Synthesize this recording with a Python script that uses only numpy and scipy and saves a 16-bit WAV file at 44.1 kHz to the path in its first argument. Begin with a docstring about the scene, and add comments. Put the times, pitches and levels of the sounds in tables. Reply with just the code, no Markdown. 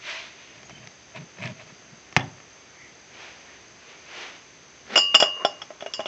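"""Steel tongs clink on a glass beaker: wall modes ring, some in beating pairs, and the base knocks on the bench.
Before that a sleeve swishes (catch-and-slip noise) and things are shoved and knocked down on the bench top
(scrape and rumble noise, struck modes, noise bursts). Fingers rub the handles; faint squeaks are narrow noise.
A small hard room answers the impacts (convolved noise tail), over a steady hiss with a thin high whine."""
import sys
import numpy as np
from scipy import signal
from scipy.fft import rfft, irfft, next_fast_len
from scipy.io import wavfile
from scipy.ndimage import map_coordinates

SR = 44100
rng = np.random.default_rng(int(sys.argv[2]) if len(sys.argv) > 2 else 0)


def waveform_to_disk(signal):
    """Save audio, clipped to [-1, 1], as 16-bit WAV at the path in sys.argv[1]."""
    frames = np.transpose(np.atleast_2d(signal))
    scaled = np.clip(frames, -1, 1) * 32767
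    samples = np.round(scaled).astype(np.int16)
    wavfile.write(sys.argv[1], SR, samples)


N = 267687


def amp(db):
    """Decibels to gain."""
    return 10 ** (np.asarray(db) / 20)


def unit(x):
    """x at rms 1."""
    return x / np.sqrt(np.mean(x ** 2) + 1e-20)


def along(points, hz):
    """[f/Hz, value] points interpolated on a log frequency axis."""
    f, v = np.transpose(points)
    return np.interp(np.log(hz + 1), np.log(f), v)


def filtered(x, response):
    """x times a response of frequency."""
    m = next_fast_len(len(x) + SR // 4)
    spectrum = rfft(x, m) * response(np.fft.rfftfreq(m, 1 / SR))
    return irfft(spectrum, m)[:len(x)]


def coloured(x, spectrum):
    """x shaped by a [f/Hz, level/dB] spectrum, at rms 1."""
    return unit(filtered(x, lambda hz: amp(along(spectrum, hz))))


def resonant(x, peaks):
    """x through parallel [f/Hz, width/Hz, level/dB] resonances of alternating sign, at rms 1."""
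    def response(f):
        total = 0
        for k, (centre, width, db) in enumerate(peaks):
            loss = 1j * f * width
            total = total + (-1) ** k * amp(db) * loss / (centre ** 2 - f ** 2 + loss)
        return total
    return unit(filtered(x, response))


def no_bass(x, edge_hz):
    """High-pass: a body radiates little below its lowest mode."""
    return signal.sosfilt(signal.butter(4, edge_hz, "highpass", fs=SR, output="sos"), x)


def friction(grain_db, rate_hz):
    """Noise whose level wanders between random values, rate_hz a second, as surfaces catch and slip."""
    points = rng.standard_normal(int(N * rate_hz / SR) + 4)
    catches = map_coordinates(points, [np.arange(N) * rate_hz / SR], order=1)
    return rng.standard_normal(N) * amp(grain_db * catches)


STROKE_SHAPE = 1.5  # exponent: 1 is pointed, 2 a round bell


def stroke(s, rise_s, fall_s):
    """Speed of one hand movement, peaking at 1 at s seconds."""
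    t = np.arange(N) / SR - s
    scaled = np.abs(t / np.where(t < 0, rise_s, fall_s))
    return np.exp(-np.minimum(scaled, 20) ** STROKE_SHAPE)


def ring(modes, t, scatter_db, attack_s):
    """One blow on [f/Hz, level/dB, t60/s] modes; each contact point weights them anew."""
    hz, db, t60 = np.transpose(modes)[:, :, None]
    gain = amp(db + scatter_db * rng.standard_normal(hz.shape))
    sign = rng.choice([-1, 1], hz.shape)
    waves = sign * gain * amp(-60 * t / t60) * np.sin(2 * np.pi * hz * t)
    return waves.sum(axis=0) / np.linalg.norm(gain) * (1 - np.exp(-t / attack_s))


def burst(spectrum, t, t60_s):
    """Hard contact: coloured noise dying exponentially."""
    return coloured(rng.standard_normal(len(t)), spectrum) * amp(-60 * t / t60_s)


def add(track, s, sound):
    """Mix a sound into the track at s seconds."""
    part = track[round(s * SR):][:len(sound)]
    part += sound[:len(part)]


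# room and microphone noise: [f/Hz, level/dB]
AIR = [(15, -53), (25, -49.5), (64, 0), (99, -5), (128, 0), (223, -2), (370, 0.5), (494, -2.5), (676, -2),
       (744, -4.5), (1070, -5.5), (2200, -3), (5230, -13.5), (6340, -8), (7870, -51.5), (10200, -58.5),
       (17300, -120)]
# humps in the hiss: [f/Hz, width/Hz, level/dB]
WHINE = [(4700, 200, -9), (6246, 210, -2)]


def hiss():
    """Steady room and microphone noise plus a thin high whine of narrow-band noise."""
    air = amp(-51.5) * coloured(rng.standard_normal(N), AIR)
    return air + amp(-56.5) * resonant(rng.standard_normal(N), WHINE)


# room decay: [f/Hz, t60/s]
ROOM = [(150, 0.5), (800, 0.38), (3000, 0.23), (8000, 0.45)]


def room(x):
    """Room tail: noise in which each frequency dies at its own speed."""
    hz, t, z = signal.stft(rng.standard_normal(SR // 2), SR, nperseg=256)
    tail = signal.istft(z * amp(-60 * t / along(ROOM, hz)[:, None]), SR)[1]
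    tail *= 1 - np.exp(-np.arange(len(tail)) / SR / 0.0054)  # build-up time constant, s
    return signal.fftconvolve(x, tail / np.linalg.norm(tail))[:N]


# surfaces that stick as they slide: [t/s, length/s, f/Hz, width/Hz, level/dB]
SQUEAKS = [(.36, .09, 1700, 80, -58), (.635, .06, 6600, 120, -53), (.66, .2, 3085, 60, -54),
           (2.7, .28, 2080, 280, -51), (3.46, .09, 1900, 250, -53)]


def squeaks():
    """Each squeak is a narrow, unsteady tone (band of noise) that swells and fades."""
    out = np.zeros(N)
    for s, length_s, f_hz, width_hz, db in SQUEAKS:
        swell = np.hanning(round(length_s * SR))
        tone = filtered(rng.standard_normal(SR // 2), lambda f: np.exp(-((f - f_hz) / width_hz) ** 2))
        add(out, s, amp(db) * swell * unit(tone[:len(swell)]))
    return out


# cloth noise, brisk and slow: [f/Hz, level/dB]
BRISK_CLOTH = [(88, -58), (150, -35), (223, -32), (247, -29), (361, -15.5), (503, -19), (645, -2),
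               (800, -14), (992, -5), (1190, -9), (2390, 1), (6040, -14), (7870, -31.5), (10200, -62),
               (17300, -120)]
SLOW_CLOTH = [(88, -43), (150, -21), (209, -13.5), (296, -16), (361, -4.5), (666, -4.5), (1210, -7),
              (2430, -1), (4060, -11), (6240, -15.5), (7870, -33), (10200, -60), (17300, -120)]
# sleeve swishes: [t/s of peak speed, rise/s, fall/s, level/dB, briskness 0-1]
SWISHES = [(.095, 0.052, 0.15, -33, 1), (.42, 0.036, 0.23, -51.5, 1), (3.22, 0.086, 0.17, -43, 0.03),
           (3.52, 0.069, 0.14, -54, .02), (3.92, 0.11, 0.069, -49, 0), (4.21, 0.11, 0.13, -37, 0.13)]


def sleeve():
    """Cloth friction follows arm speed; brisk strokes sound thinner."""
    brisk = coloured(friction(grain_db=0.5, rate_hz=230), BRISK_CLOTH)
    slow = coloured(friction(grain_db=0.5, rate_hz=230), SLOW_CLOTH)
    out = np.zeros(N)
    for s, rise_s, fall_s, db, briskness in SWISHES:
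        cloth = np.sqrt(briskness) * brisk + np.sqrt(1 - briskness) * slow
        out += amp(db) * stroke(s, rise_s, fall_s) * cloth
    return out


# one rub of the handles: [t/s of peak speed, rise/s, fall/s, level/dB]
GRIP = (4.93, .036, .07, -32.5)
# skin on handles: [f/Hz, level/dB]
RUB = [(59, -46), (100, -29), (223, -4.5), (310, -19), (408, -1.5), (644, -10), (788, -9), (963, -13.5),
       (1860, -8), (5660, -22.5), (7870, -42), (10200, -73), (17300, -120)]


def fingers():
    """Fingers rub on the handles: friction noise following their speed."""
    s, rise_s, fall_s, db = GRIP
    return amp(db) * stroke(s, rise_s, fall_s) * coloured(friction(grain_db=3.5, rate_hz=550), RUB)


# shoves over the bench: [t/s of peak speed, rise/s, fall/s, scrape level/dB, rumble drive level/dB]
SHOVES = [(.57, 0.03, 0.06, -55, -52), (0.702, 0.0085, .016, -45, -48), (.785, 0.03, .025, -48.5, -49),
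          (0.839, 0.016, 0.02, -47, -45), (1.174, .02, 0.012, -35.5, -36.5),
          (1.21, 0.012, 0.02, -49, -43.5), (1.4425, 0.042, 0.032, -32, -31),
          (1.49, 0.013, 0.021, -38.5, -39), (1.608, 0.031, 0.024, -44, -45),
          (1.70, .035, 0.016, -48, -47.5), (1.924, 0.021, 0.017, -62, -46.5)]
# bench top rumble: [f/Hz, level/dB]
RUMBLE = [(35, -51), (65, -43), (105, 0.5), (140, 4), (207, -1), (338, -21), (450, -15), (580, -54),
          (990, -120)]
# resonances of the scrape: [f/Hz, width/Hz, level/dB]
SCRAPE = [(652, 27, 8.5), (970, 30, -9), (1690, 89, -2.5), (2190, 150, 1), (2580, 120, 1.5),
          (3100, 150, -11)]
# broad scuffing noise: [f/Hz, level/dB]
SCUFF = [(180, -47), (300, -12), (511, -25), (619, 4), (825, -36), (946, -5), (1210, -14), (2600, -9.5),
         (5290, -22.5), (7870, -34), (10200, -67), (17300, -120)]
RUMBLE_LAG_S = 0.019  # slab build-up and decay time constant


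def shoves():
    """A dragged thing scrapes with its speed; the slab's rumble lags through a one-pole smoother."""
    scrape, drive = np.zeros(N), np.zeros(N)
    for s, rise_s, fall_s, scrape_db, rumble_db in SHOVES:
        speed = stroke(s, rise_s, fall_s)
        scrape += amp(scrape_db) * speed
        drive += amp(rumble_db) * speed
    keep = np.exp(-1 / (RUMBLE_LAG_S * SR))
    lagged = signal.lfilter([1 - keep], [1, -keep], drive)
    rumble = lagged * coloured(friction(grain_db=4, rate_hz=75), RUMBLE)
    body = amp(-3.5) * resonant(friction(grain_db=4.5, rate_hz=350), SCRAPE)
    scuff = amp(-4) * coloured(friction(grain_db=5.5, rate_hz=360), SCUFF)
    return rumble + scrape * (body + scuff)


# beaker pushed along the bench: [t/s of peak speed, rise/s, fall/s, level/dB]
NUDGES = [(5.26, .012, 0.037, -36), (5.42, 0.052, 0.049, -36.5), (5.52, .04, 0.13, -51),
          (6.03, 0.17, .1, -51.5)]
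# glass base on bench: [f/Hz, level/dB]
GRIND = [(88, -57), (150, -22.5), (578, -6), (920, -18.5), (1020, 2), (1180, -4.5), (1300, -12),
         (2250, -16), (2600, -39), (3380, -68), (5720, -120)]


def nudges():
    """The beaker grinds along the bench: friction noise following its speed."""
    speed = sum(amp(db) * stroke(s, rise_s, fall_s) for s, rise_s, fall_s, db in NUDGES)
    return speed * coloured(friction(grain_db=3.5, rate_hz=230), GRIND)


# knocks and ticks on the bench: [t/s, level/dB, bright tick re crack/dB]
KNOCKS = [(0.631, -37.5, -3), (0.696, -37, 0.5), (0.873, -35, 1.5), (1.121, -41, -16), (1.385, -34.5, -10),
          (1.458, -29, -6), (2.126, -34, -4), (2.1651, -2.5, -17), (2.170, -21.5, 4), (2.176, -20.5, -8),
          (2.195, -21, -12), (2.206, -28, -32), (2.382, -40, -18), (2.402, -37.5, -18)]
# modes of the thing set down: [f/Hz, level/dB, t60/s]
STRIKER = [(492, -11, 0.032), (752, -4, 0.026), (870, -13.5, .04), (1130, -7, 0.033), (1290, -6.5, 0.027),
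           (1810, 2.5, 0.017), (2130, 4.5, 0.0085), (2450, -3, 0.015)]
# modes of the bench slab: [f/Hz, level/dB, t60/s]
BENCH = [(105.4, -8, 0.25), (131.7, -2.5, 0.22), (173.5, -3, 0.096), (222, -8.5, .16), (275.4, -6.5, 0.19),
         (365, 0, 0.075)]
# bright tick noise: [f/Hz, level/dB]
TICK = [(2500, -2), (4500, -9.5), (5750, 4), (6600, -13.5), (8000, -30)]
# noise of a hard thing on the bench, also of the beaker's base: [f/Hz, level/dB]
SLAP = [(150, -7.5), (400, -2), (800, 0.5), (1400, -9), (2200, 5), (3300, 0.5), (4000, -34), (8000, -35.5)]
CATCH_DB, CATCH_TICK_DB = -1.5, -9  # one catch per shove: re its scrape; tick re crack
THUMP_DB, THUMP_GROWS = -14, .09  # thump re crack at 0 dB; dB less per dB of lighter knock


def bench():
    """Things land or catch on the bench: dry crack, bright tick, and the slab's push and ringing."""
    out, t = np.zeros(N), np.arange(SR // 2) / SR
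    push = amp(10.5) * np.sin(2 * np.pi * 150 * t) * amp(-60 * t / 0.047) * (1 - np.exp(-t / 0.01))
    thump = push + amp(-0.5) * ring(BENCH, t, scatter_db=-1.0, attack_s=0.0029)
    catches = [(s, scrape_db + CATCH_DB, CATCH_TICK_DB) for s, _, _, scrape_db, _ in SHOVES]
    for s, db, tick_db in KNOCKS + catches:
        crack = ring(STRIKER, t, scatter_db=0, attack_s=0.0001) + amp(-10.5) * burst(SLAP, t, t60_s=0.027)
        slab = amp(THUMP_DB + THUMP_GROWS * db) * thump
        tick = amp(tick_db) * burst(TICK, t, t60_s=0.013)
        add(out, s, amp(db) * (crack + slab + tick))
    return no_bass(out, edge_hz=80)


# jaws rattling after the heavy knock: [t/s, level/dB]
RATTLES = [(2.175, -31), (2.206, -29)]
# modes of the jaws' click: [f/Hz, level/dB, t60/s]
CLICK = [(2960, -3, 0.046), (3268, -2, 0.052), (3355, 2, 0.039), (3510, -4.5, 0.05)]


def rattles():
    """The tongs' jaws rattle: their click modes struck with widely scattered weights."""
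    out, t = np.zeros(N), np.arange(SR // 2) / SR
    for s, db in RATTLES:
        add(out, s, amp(db) * ring(CLICK, t, scatter_db=4, attack_s=.001))
    return no_bass(out, edge_hz=80)


# jaws on the glass: [t/s, base knock level/dB, arms clack level/dB, jaws click level/dB,
# wall ring level/dB, contact hardness/dB, extra damping/(dB/s) by the resting jaw (negative: slower decay)]
CLINKS = [(4.957, -19.5, -14.5, -31, -16, -1, 0), (4.960, -15, -21.5, -34, -8.5, -1.5, 248.5),
          (4.975, -20, -16, -13.5, -14, 7, -3.5), (5.144, -22.5, -16, -10.5, -16.5, -7.5, -1.5),
          (5.149, -15, -15.5, -17, -1.5, -1.5, 430), (5.169, -55, -45, -53, -21.5, 5, 21),
          (5.201, -23, -18.5, -16.5, -14.5, 6, 91), (5.2246, -9.5, -15.5, -10.5, -19.5, 0.5, 4.5),
          (5.449, -13.5, -24.5, -12.5, -34.5, 9, 28), (5.617, -41.5, -33.5, -25.5, -53, 9, 50),
          (5.705, -29.5, -42.5, -65, -66, -6, 40), (5.807, -40, -37, -34, -46, -10, 40),
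          (5.824, -27, -36.5, -36, -54, -10, 42), (5.862, -25.5, -32.5, -36, -35, -10.5, 300),
          (5.937, -57, -36, -23.5, -34.5, 12, 30), (5.994, -20, -34, -50, -43, -0.5, -1),
          (6.003, -21.5, -33.5, -30.5, -39, -3, -3), (6.058, -26.5, -30.5, -25.5, -32, -7, 27)]
# wall bending modes in three registers, close pairs split by the spout: [f/Hz, level/dB, t60/s]
WALL_LOW = [(1139, -19, .8), (2832, 0, .75), (2927, -3, .5)]
WALL_MIDDLE = [(4734, -5.5, .36), (5029, 0, .21), (5065, -4, .24)]
WALL_TOP = [(7000, 0, .16), (7111, -11, .2), (7333, -6, .15)]
# base knocking on the bench, then rocking on its edge: [f/Hz, level/dB, t60/s]
BASE = [(273, -24.5, 0.079), (403.5, -15, 0.13), (610.3, 3, 0.061), (663, -3, 0.08)]
ROCKING = [(694, -1.5, 0.043), (816.4, -1.5, 0.096), (1044, -5.5, 0.076), (1365, -8.5, 0.07)]
# tongs' steel arms, then thin jaw tips: [f/Hz, level/dB, t60/s]
STEEL = [(1287, 0, 0.052), (1457, -1.5, 0.037), (1780, -16, .04), (2005, -11, 0.03), (2227, -6, 0.054),
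         (2470, -0.5, 0.02)]
TIP = [(3200, -12.5, .09), (4090, -18.5, 0.11), (4860, -7, .08), (5355, -3, 0.12), (5450, 2, 0.065),
       (6040, -7, .04), (8030, -25, 0.07)]
# steel-on-glass contact noise: [f/Hz, level/dB]
CRACK = [(100, -24), (250, -4), (800, 4), (2800, 0.5), (3400, -8.5), (4100, -19), (5600, -2.5), (8000, -27)]
# harder contact favours higher parts: (offset/dB, slope/(dB per dB of hardness))
# rocking re flat knock; tips re mean of jaws and wall; middle and top wall registers re lowest
ROCK_LAW = (-6.5, 1.07)
TIP_LAW = (-6.5, 0.94)
MIDDLE_LAW = (-9, 0.99)
TOP_LAW = (-15, .9)


def beaker():
    """Each contact checks the wall's old ringing, starts a new one and jolts base and tongs."""
    wall, jolts, t = np.zeros(N), np.zeros(N), np.arange(SR) / SR
    brief = t[:SR // 3]
    next_contact = [row[0] for row in CLINKS[1:]] + [N / SR]
    laws = ROCK_LAW, TIP_LAW, MIDDLE_LAW, TOP_LAW
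    for clink, until in zip(CLINKS, next_contact):
        s, base_db, arms_db, jaws_db, wall_db, hardness_db, damping_db_s = clink
        rock, tips, middle, top = (offset + slope * hardness_db for offset, slope in laws)

        registers = (0, WALL_LOW), (middle, WALL_MIDDLE), (top, WALL_TOP)
        glass = sum(amp(wall_db + db) * ring(modes, t, scatter_db=1, attack_s=.0006)
                    for db, modes in registers)
        checked = np.exp(-np.maximum(t - (until - s), 0) / .0015)
        add(wall, s, glass * amp(-damping_db_s * t) * checked)

        parts = ((base_db, BASE), (base_db + rock, ROCKING), (arms_db, STEEL), (jaws_db, CLICK),
                 ((jaws_db + wall_db) / 2 + tips, TIP))
        add(jolts, s, sum(amp(db) * ring(modes, brief, scatter_db=1.8, attack_s=.0002)
                          for db, modes in parts))
        slap = amp(base_db - 24.5) * burst(SLAP, brief, t60_s=0.021)
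        crack = amp(arms_db - 4.0) * burst(CRACK, brief, t60_s=0.086)
        add(jolts, s, slap + crack)
    return no_bass(wall, edge_hz=130), no_bass(jolts, edge_hz=155)


# share of bench knocks and rattles sent to the room: [f/Hz, level/dB]
SLAB_SPREAD = [(200, -9.5), (600, -8.5), (1300, -9.5), (2200, -15.5), (3400, -12), (5500, -18.5)]


def scene():
    """All sources; the impacts also feed the room."""
    wall, jolts = beaker()
    knocks = bench() + rattles()
    spread = filtered(knocks, lambda hz: amp(along(SLAB_SPREAD, hz)))
    wet = room(amp(-24) * wall + amp(-17.5) * jolts + spread)
    moving = shoves() + nudges() + squeaks() + sleeve() + fingers()
    return (wall + jolts + knocks + wet + moving + hiss())[None]


TOP_HZ = 8020  # band limit


def record(dry):
    """The recorder rounds off peaks near full scale and keeps nothing above its band limit."""
    clipped = dry[0] / (1 + (dry[0] / .92) ** 8) ** (1 / 8)
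    # 100 Hz wide slope centred on TOP_HZ
    return filtered(clipped, lambda hz: np.clip((TOP_HZ - hz) / 100 + .5, 0, 1))[None]


dry = scene()
out = record(dry)
waveform_to_disk(out)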